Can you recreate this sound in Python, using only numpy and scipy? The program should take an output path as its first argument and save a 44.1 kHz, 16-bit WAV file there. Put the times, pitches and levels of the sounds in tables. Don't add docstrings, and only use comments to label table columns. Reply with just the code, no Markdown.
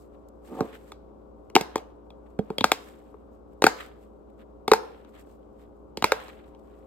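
import sys
import numpy as np
from scipy import signal
from scipy.fft import rfft, irfft
from scipy.io import wavfile
from scipy.ndimage import uniform_filter1d

SR = 44100
rng = np.random.default_rng(int(sys.argv[2]) if len(sys.argv) > 2 else 0)


def to_wav(sig):
    pcm = np.clip(np.atleast_2d(sig), -1, 1) * 32767
    pcm = np.round(pcm).astype(np.int16)
    wavfile.write(sys.argv[1], SR, pcm.T)


N = 302526
TIME = np.arange(N) / SR
HZ = np.maximum(np.arange(N // 2 + 1) * SR / N, 1)

# frequency in Hz, mean level in dB rms.
HUM_LINES = [(59.2, -55.5), (215.3, -64.5), (296.1, -61), (355.3, -65), (414.5, -60), (473.7, -67.5),
             (532.9, -61), (651.4, -68), (769.8, -68.5), (947.5, -76.5), (1125, -78)]
# frequency in Hz, relative density in dB per Hz.
RUMBLE_SPECTRUM = [(12, -36.5), (20, -18.5), (65, -4.5), (118, -11.5), (214, -4.5), (421, -6.5),
                   (485, -10.5), (543, -6.5), (701, -14.5), (1130, -19), (1450, -27.5), (1800, -45),
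                   (8400, -54), (10200, -64.5), (11800, -52), (17000, -77)]
# frequency in Hz, left minus right in dB.
RUMBLE_BALANCE = [(60, -4.5), (110, 0), (200, 0), (380, 5), (700, 8), (1290, 7), (2380, 3), (4400, 2),
                  (8120, 1.5), (15000, -1)]
RUMBLE_DB = -52

# band centre in Hz, relative level in dB, decay by 60 dB in seconds.
KITCHEN_BANDS = [(123.6, -27.5, 0.11), (254, -25, 0.16), (520, -22.5, 0.59), (930, -21, 0.52),
                 (1980, -24, 0.29), (4040, -25, .4), (8460, -26, 0.36), (14000, -34.5, 0.48)]
SCATTER_HZ = 653
SCATTER = 0.83

# frequency in Hz, relative density in dB per Hz.
HISS_SPECTRUM = [(710, -32.5), (1200, -1), (3050, -8), (3720, -9.5), (6060, -23.5), (8000, -16),
                 (10100, -29.5), (11800, -18), (15600, -28.5), (17000, -53)]
# dull hiss in dB, bright hiss in dB.
HISS_FLOOR_DB = (-84.5, -90)
# start of the hold in seconds, hold in seconds,
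# dull hiss in dB, bright hiss in dB, fade in dB per second.
HISS_SWELLS = [(.61, 0.11, -59, -66, 122), (1.66, 0.11, -59.5, -79.5, 147.5), (2.44, .1, -70, -79, 99),
               (2.7, .18, -56, -65, 120.5), (3.78, 0.073, -51.5, -63.5, 192), (4.84, .02, -57.5, -74, 60.5),
               (6.14, 0.11, -51, -63, 96), (6.65, .2, -79.5, -86, 101)]
# middle in seconds, dull hiss in dB, bright hiss in dB,
# half length in seconds.
SCUFFS = [(0.017, -77.5, -72.5, 0.046), (0.146, -76, -93, .015), (0.287, -87, -64, 0.0029),
          (0.475, -67, -66.5, 0.033), (0.562, -58.5, -63.5, 0.052), (0.751, -51, -63.5, 0.016),
          (0.886, -70, -73, 0.042), (2.269, -68, -84, 0.0089), (2.309, -83, -82, 0.022),
          (2.887, -61, -61, 0.0044), (2.99, -74, -73, 0.0048), (3.09, -96, -86, 0.045),
          (3.34, -88, -83, 0.025), (3.528, -80, -82, 0.0095), (3.808, -46, -52.5, 0.0051),
          (3.866, -62, -67, .004), (4.029, -78, -74, 0.035), (4.302, -70, -84, 0.0052),
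          (4.407, -64, -76, 0.019), (5.095, -88, -80, .02), (5.153, -57.5, -71, 0.016),
          (5.199, -62, -66.5, 0.023), (5.308, -86, -74.5, .05), (5.431, -72, -87, 0.0037),
          (5.618, -73, -77, 0.038), (6.296, -49, -76, 0.0063), (6.399, -66, -78, .004),
          (6.468, -79, -82, 0.022), (6.596, -73, -77, .005)]
HISS_SPLIT_HZ, SWELL_RISE_DB_PER_S = 4500, 259.5

# frequency in Hz, relative gain in dB,
# decay by 60 dB in seconds.
FRAME_MODES = [(212, -10, 0.17), (270, -11, 0.17), (341, -10.5, 0.027), (447, -8.5, 0.09),
               (554.2, -14, 0.034), (782, -13.5, 0.065), (903, -14.5, 0.06), (1253, -12.5, 0.018),
               (1610, -13, 0.1), (2215, -17, 0.079), (2796, -22, 0.12), (3310, -9, 0.089),
               (3940, -18, 0.083)]
# time in seconds, level in dB.
DRAG_LEVEL = [(0.42, -68), (0.506, -45), (0.528, -34), (0.564, -43), (0.614, -25.5), (0.624, -32.5),
              (0.698, -49.5), (0.772, -48.5), (0.78, -61)]

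# start in seconds, body in dB, lean of the body in dB per octave, hump of its middle in dB,
# thud in dB, snap in dB, tick in dB, crack in dB, left minus right in dB, snap pitch in Hz before detuning.
POPS = [(0.6065, -23, -2.5, -5, -21, -36, -36, -38.5, -4, 1890),
        (0.919, -41, 4, 0.5, -57, -56, -43.5, -44.5, 0.5, 2050),
        (1.4991, -53, -1, 7, -56, -54, -62, -54.5, 1.5, 2300),
        (1.5527, -17, -6.5, 0.5, -28.5, -9.5, -21, -12.5, 0.5, 2730),
        (1.5624, -8, 0.5, 8, -26, -6.5, -18, -17.5, 3.5, 2216),
        (1.61, -27.5, -7.5, -2, -33.5, -29, -30, -25, 1, 2220),
        (1.757, -19, -5, 4.5, -35, -26, -31, -26, 2, 2070),
        (1.7795, -38, -2, 5, -44, -37, -48, -41, 1, 2560),
        (2.1038, -53, -1, 13.5, -52, -52.5, -48.5, -59, 1, 2330),
        (2.39, -26.5, -8.5, -1, -21.5, -39.5, -46.5, -46.5, -3, 1894),
        (2.5022, -30.5, -8.5, 4, -28, -44, -51.5, -49.5, 0.5, 2090),
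        (2.5826, -29, -9, 1, -33.5, -16.5, -18, -28, 0.5, 2880),
        (2.6083, -25.5, -1.5, 4.5, -25.5, -20.5, -20, -31.5, 2, 2800),
        (2.6417, -7.5, 6.5, 2.5, -26, -9.5, -16, -14, 1.5, 2140),
        (2.7174, -11.5, 3, 1.5, -31, -10.5, -13, -14, 1.5, 2175),
        (3.1421, -46, -7.5, 4, -54, -69, -83, -79, 6.5, 2250),
        (3.6206, -15.5, -5, 4, -39.5, -24, -23.5, -21, 0.5, 2637),
        (3.6402, -6, 1.5, -3.5, -25, -8.5, -16, -12.5, 0.5, 2423),
        (3.6659, -6, 6, 0.5, -32, -19, -19, -12, 2, 2155),
        (4.679, -19.5, 0.5, 3.5, -29, -25, -26.5, -25, 0.5, 2309),
        (4.716, -4, 0, -5.5, -25.5, -12, -14.5, -16, 0.5, 2240),
        (4.7344, -10, 6, 5.5, -40, -16.5, -25.5, -15, 1.5, 2180),
        (5.0474, -54, 0, -3, -55, -62, -62, -65, 8, 2730),
        (5.27, -52.5, -10, 0, -55, -80, -73, -69, 1, 2066),
        (5.972, -31.5, -4, -2.5, -36, -29, -30, -31.5, -1, 2700),
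        (6.0235, -20, 6, 5, -28.5, -23.5, -27, -29, -0.5, 2550),
        (6.0417, -9, 5, 3, -27, -16, -20.5, -15, -2.5, 2250),
        (6.1196, -10, 2, -4, -69, -13, -20, -20.5, -0.5, 2190),
        (6.2821, -47, -2, 7, -66, -50.5, -52, -52, 2, 2607),
        (6.5486, -55, -5.5, 7, -63, -56, -72, -67, 3, 2390)]
# typical time of the peak in seconds, sharpness of the peak as an exponent.
DOME_SWINGS = [(.005, 2.1), (0.0039, 2.5), (0.0037, 5), (.0027, 4.5), (0.0012, 2.2), (0.0012, 3.3),
               (0.001, 0.63)]
# frequency in Hz before detuning, level against the thud in dB.
THUD_SWINGS = [(105, -14), (218, -0.5)]
# frequency in Hz before detuning,
# share of the hump as a factor.
BODY_SWINGS = [(413.8, -.33), (775, .67), (1250, -.33)]
# frequency in Hz, relative density in dB per Hz.
CRACK_SPECTRUM = [(1180, -30), (2000, -6.5), (2390, -3.5), (3100, -17), (4280, -8), (6180, -12.5),
                  (7590, -18.5), (10100, -21.5), (12200, -20), (15800, -29.5), (17000, -41.5)]
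TICK_HZ = 3491
DETUNE, SHIFT = 0.079, 0.31
GLIDE = 0.33
CRACK_MS = 1
RATTLE_DB, RATTLE_MS = -25, 20

# frequency in Hz, left minus right in dB.
PORT_BALANCE = [(60, -3), (110, -1), (200, -5.5), (380, -3), (700, 2.5), (1290, 2), (2380, 0.5),
                (4400, -0.5), (8120, 1.5), (15000, -1)]
# frequency in Hz, lead of the left in radians.
PORT_PHASE = [(0, 0.5), (1500, 0.54), (3500, 1.42), (6000, 3), (9000, -1.2), (17000, -16)]
MIC_LOW_HZ, TOP_HZ = 39.7, 16900
THRESHOLD_DB, RATIO, SMOOTHING_S = -30, 1.1, 0.72


def undb(db):
    return 10 ** (np.asarray(db) / 20)


def level(x, db):
    return x * undb(db) / np.sqrt(np.mean(x ** 2))


def read(table, hz):
    table = np.array(table, float)
    return np.interp(np.log(hz), np.log(np.maximum(table[:, 0], 1)), table[:, 1])


def colour(x, gain):
    return irfft(rfft(x) * gain, N)


def brief(gain, span_s=.004):
    lag = np.minimum(TIME, N / SR - TIME)
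    return rfft(irfft(gain, N) * np.exp(-(lag / span_s) ** 2))


def walk(rate):
    hold = int(SR / rate)
    steps = np.repeat(rng.standard_normal(N // hold + 1), hold)
    return 1.3 * uniform_filter1d(uniform_filter1d(steps, hold), hold)[:N]


def fridge_hum():
    hum = 0
    for hz, db in HUM_LINES:
        port_phase = min(hz / 400, 1.4) * rng.standard_normal((2, 1))
        start = 2 * np.pi * rng.random() + port_phase
        amplitude = np.sqrt(2) * undb(db + 0.5 * walk(7.2))
        hum = hum + amplitude * np.sin(2 * np.pi * hz * TIME + start + 1.2 * walk(2.0))
    return hum


def fridge_rumble():
    rumble = 0
    lean = np.array([[.5], [-.5]]) * read(RUMBLE_BALANCE, HZ)
    gain = undb(read(RUMBLE_SPECTRUM, HZ) + lean)
    for hz in 20 * 2 ** np.arange(0, 10, .5):
        band = np.maximum(1 - abs(2 * np.log2(HZ / hz)), 0) ** .5
        noise = rng.standard_normal((2, N))
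        noise[1] += max(1 - hz / 100, 0) * 4 * (noise[0] - .2 * noise[1])
        noise = noise / noise.std(axis=1, keepdims=True)
        rumble = rumble + undb(0.64 * walk(4.9)) * colour(noise, gain * band)
    return level(rumble, RUMBLE_DB)


def kitchen(x):
    t = np.arange(int(.7 * SR)) / SR
    hz = np.maximum(np.arange(len(t) // 2 + 1) * SR / len(t), 1)
    tail = 0
    for centre_hz, db, t60 in KITCHEN_BANDS:
        band = np.maximum(1 - abs(np.log2(hz / centre_hz)), 0) ** .5
        noise = irfft(rfft(rng.standard_normal((2, len(t)))) * band, len(t))
        tail = tail + undb(db - 60 * t / t60) * noise / np.sqrt(t60 * SR / 100)
    tail = tail * np.clip((t - .003) / 0.0027, 0, 1)
    return signal.fftconvolve(x[None], tail, axes=1)[:, :N]


def hiss_and_scuffs():
    start, hold, *swell_db, fade = np.transpose(HISS_SWELLS)
    since = TIME - start[:, None]
    rise_db = SWELL_RISE_DB_PER_S * np.minimum(since, 0)
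    fade_db = fade[:, None] * np.maximum(since - hold[:, None], 0)
    swells = undb(rise_db - fade_db)
    middle, *scuff_db, half = np.transpose(SCUFFS)
    bumps = np.exp(-((TIME - middle[:, None]) / half[:, None]) ** 2)
    bright = 1 / (1 + (HISS_SPLIT_HZ / HZ) ** 8)
    out = 0
    for share, swell, scuff, floor in zip((1 - bright, bright), swell_db, scuff_db, HISS_FLOOR_DB):
        noise = rng.standard_normal((3, N))
        hiss = colour(noise[1:] + 0.37 * noise[0], share * undb(read(HISS_SPECTRUM, HZ)))
        grain = undb(1.8 * walk(40) + 2.5 * walk(500))
        envelope = undb(floor) + undb(swell) @ swells + undb(scuff) @ bumps
        out = out + level(hiss * grain, 0) * envelope
    return out


def frame(push):
    out = 0
    for hz, db, t60 in FRAME_MODES:
        pole = np.exp(2j * np.pi * hz / SR - np.log(1000) / (t60 * SR))
        ring = signal.lfilter([1], [1, -pole], push).imag
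        out = out + undb(db) * 2 * (1 - abs(pole)) * ring
    return out


def drag():
    slips = rng.standard_normal(N) * undb(2.8 * walk(300))
    slips = colour(slips, 1 / (1 + (HZ / 900) ** 4) / (1 + (220 / HZ) ** 4))
    seconds, db = np.transpose(DRAG_LEVEL)
    inside = (TIME > seconds[0]) & (TIME < seconds[-1])
    return level(frame(slips) + .1 * slips, 0) * undb(np.interp(TIME, seconds, db)) * inside


def dome_swings(hz):
    t = np.arange(int(.06 * SR)) / SR
    peak_s, sharp = np.transpose(DOME_SWINGS)[:, :, None]
    detune, shift, start = rng.standard_normal((3, len(DOME_SWINGS), 1))
    rise = t / (peak_s * np.exp(SHIFT * shift))
    glided = t + GLIDE * peak_s * (1 - np.exp(-t / peak_s))
    turns = hz[:, None] * (1 + DETUNE * detune) * glided
    return (rise * np.exp(1 - rise)) ** sharp * np.sin(2 * np.pi * turns + 2 * start)


def pops():
    t_ms = 1000 * np.arange(int(.06 * SR)) / SR
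    knock, crack = np.zeros((2, N)), np.zeros((2, N))
    burst = (t_ms / CRACK_MS) * np.exp(-t_ms / CRACK_MS)
    burst = burst + undb(RATTLE_DB) * np.exp(-t_ms / RATTLE_MS)
    thud_hz, thud = np.transpose(THUD_SWINGS)
    body_hz, hump_share = np.transpose(BODY_SWINGS)
    octaves = np.log2(body_hz / body_hz[1])
    for s, body_db, lean, hump_db, thud_db, snap_db, tick_db, crack_db, pan_db, snap_hz in POPS:
        hz = np.array([*thud_hz, *body_hz, snap_hz, TICK_HZ])
        bodies_db = body_db + hump_db * hump_share + lean * octaves
        swing_db = [*(thud_db + thud), *bodies_db, snap_db, tick_db]
        side = undb(np.array([[pan_db], [-pan_db]]) / 2)
        at = slice(int(s * SR), int(s * SR) + len(t_ms))
        knock[:, at] += side * (undb(swing_db) @ dome_swings(hz))
        crack[:, at] += side * undb(crack_db) * rng.standard_normal(len(t_ms)) * burst
    shape = abs(brief(undb(read(CRACK_SPECTRUM, HZ))))
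    crack = colour(crack, undb(8.5) * shape / np.sqrt(np.mean(shape ** 2)))
    return undb(1.0) * knock + undb(9.0) * frame(knock + crack) + crack


def scene():
    toy = pops() + drag()
    phase = np.interp(HZ, *np.transpose(PORT_PHASE))
    left_over_right = undb(read(PORT_BALANCE, HZ)) * np.exp(1j * phase)
    ports = left_over_right ** np.array([[.5], [-.5]])
    middle = toy.mean(axis=0)
    highs = colour(middle, 1 / (1 + (SCATTER_HZ / HZ) ** 4))
    sent = middle + SCATTER * highs * (1.21 * walk(2000) - 1)
    background = fridge_hum() + fridge_rumble()
    return background + kitchen(sent) + hiss_and_scuffs() + colour(toy, brief(ports))


def record(dry):
    power = uniform_filter1d(np.mean(dry ** 2, axis=0), int(0.014 * SR))
    keep = np.exp(-1 / (SMOOTHING_S * SR))
    held = signal.lfilter([1 - keep], [1, -keep], power)
    excess = undb(THRESHOLD_DB) ** 2 / (held + 1e-12)
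    gain = np.minimum(excess ** ((1 - 1 / RATIO) / 2), 1)
    low_cut = signal.butter(2, MIC_LOW_HZ, "high", fs=SR, output="sos")
    top_cut = signal.ellip(10, .2, 70, TOP_HZ, fs=SR, output="sos")
    heard = signal.sosfilt(low_cut, dry * gain)
    return signal.sosfilt(top_cut, np.tanh(heard))


dry = scene()
out = record(dry)
to_wav(out)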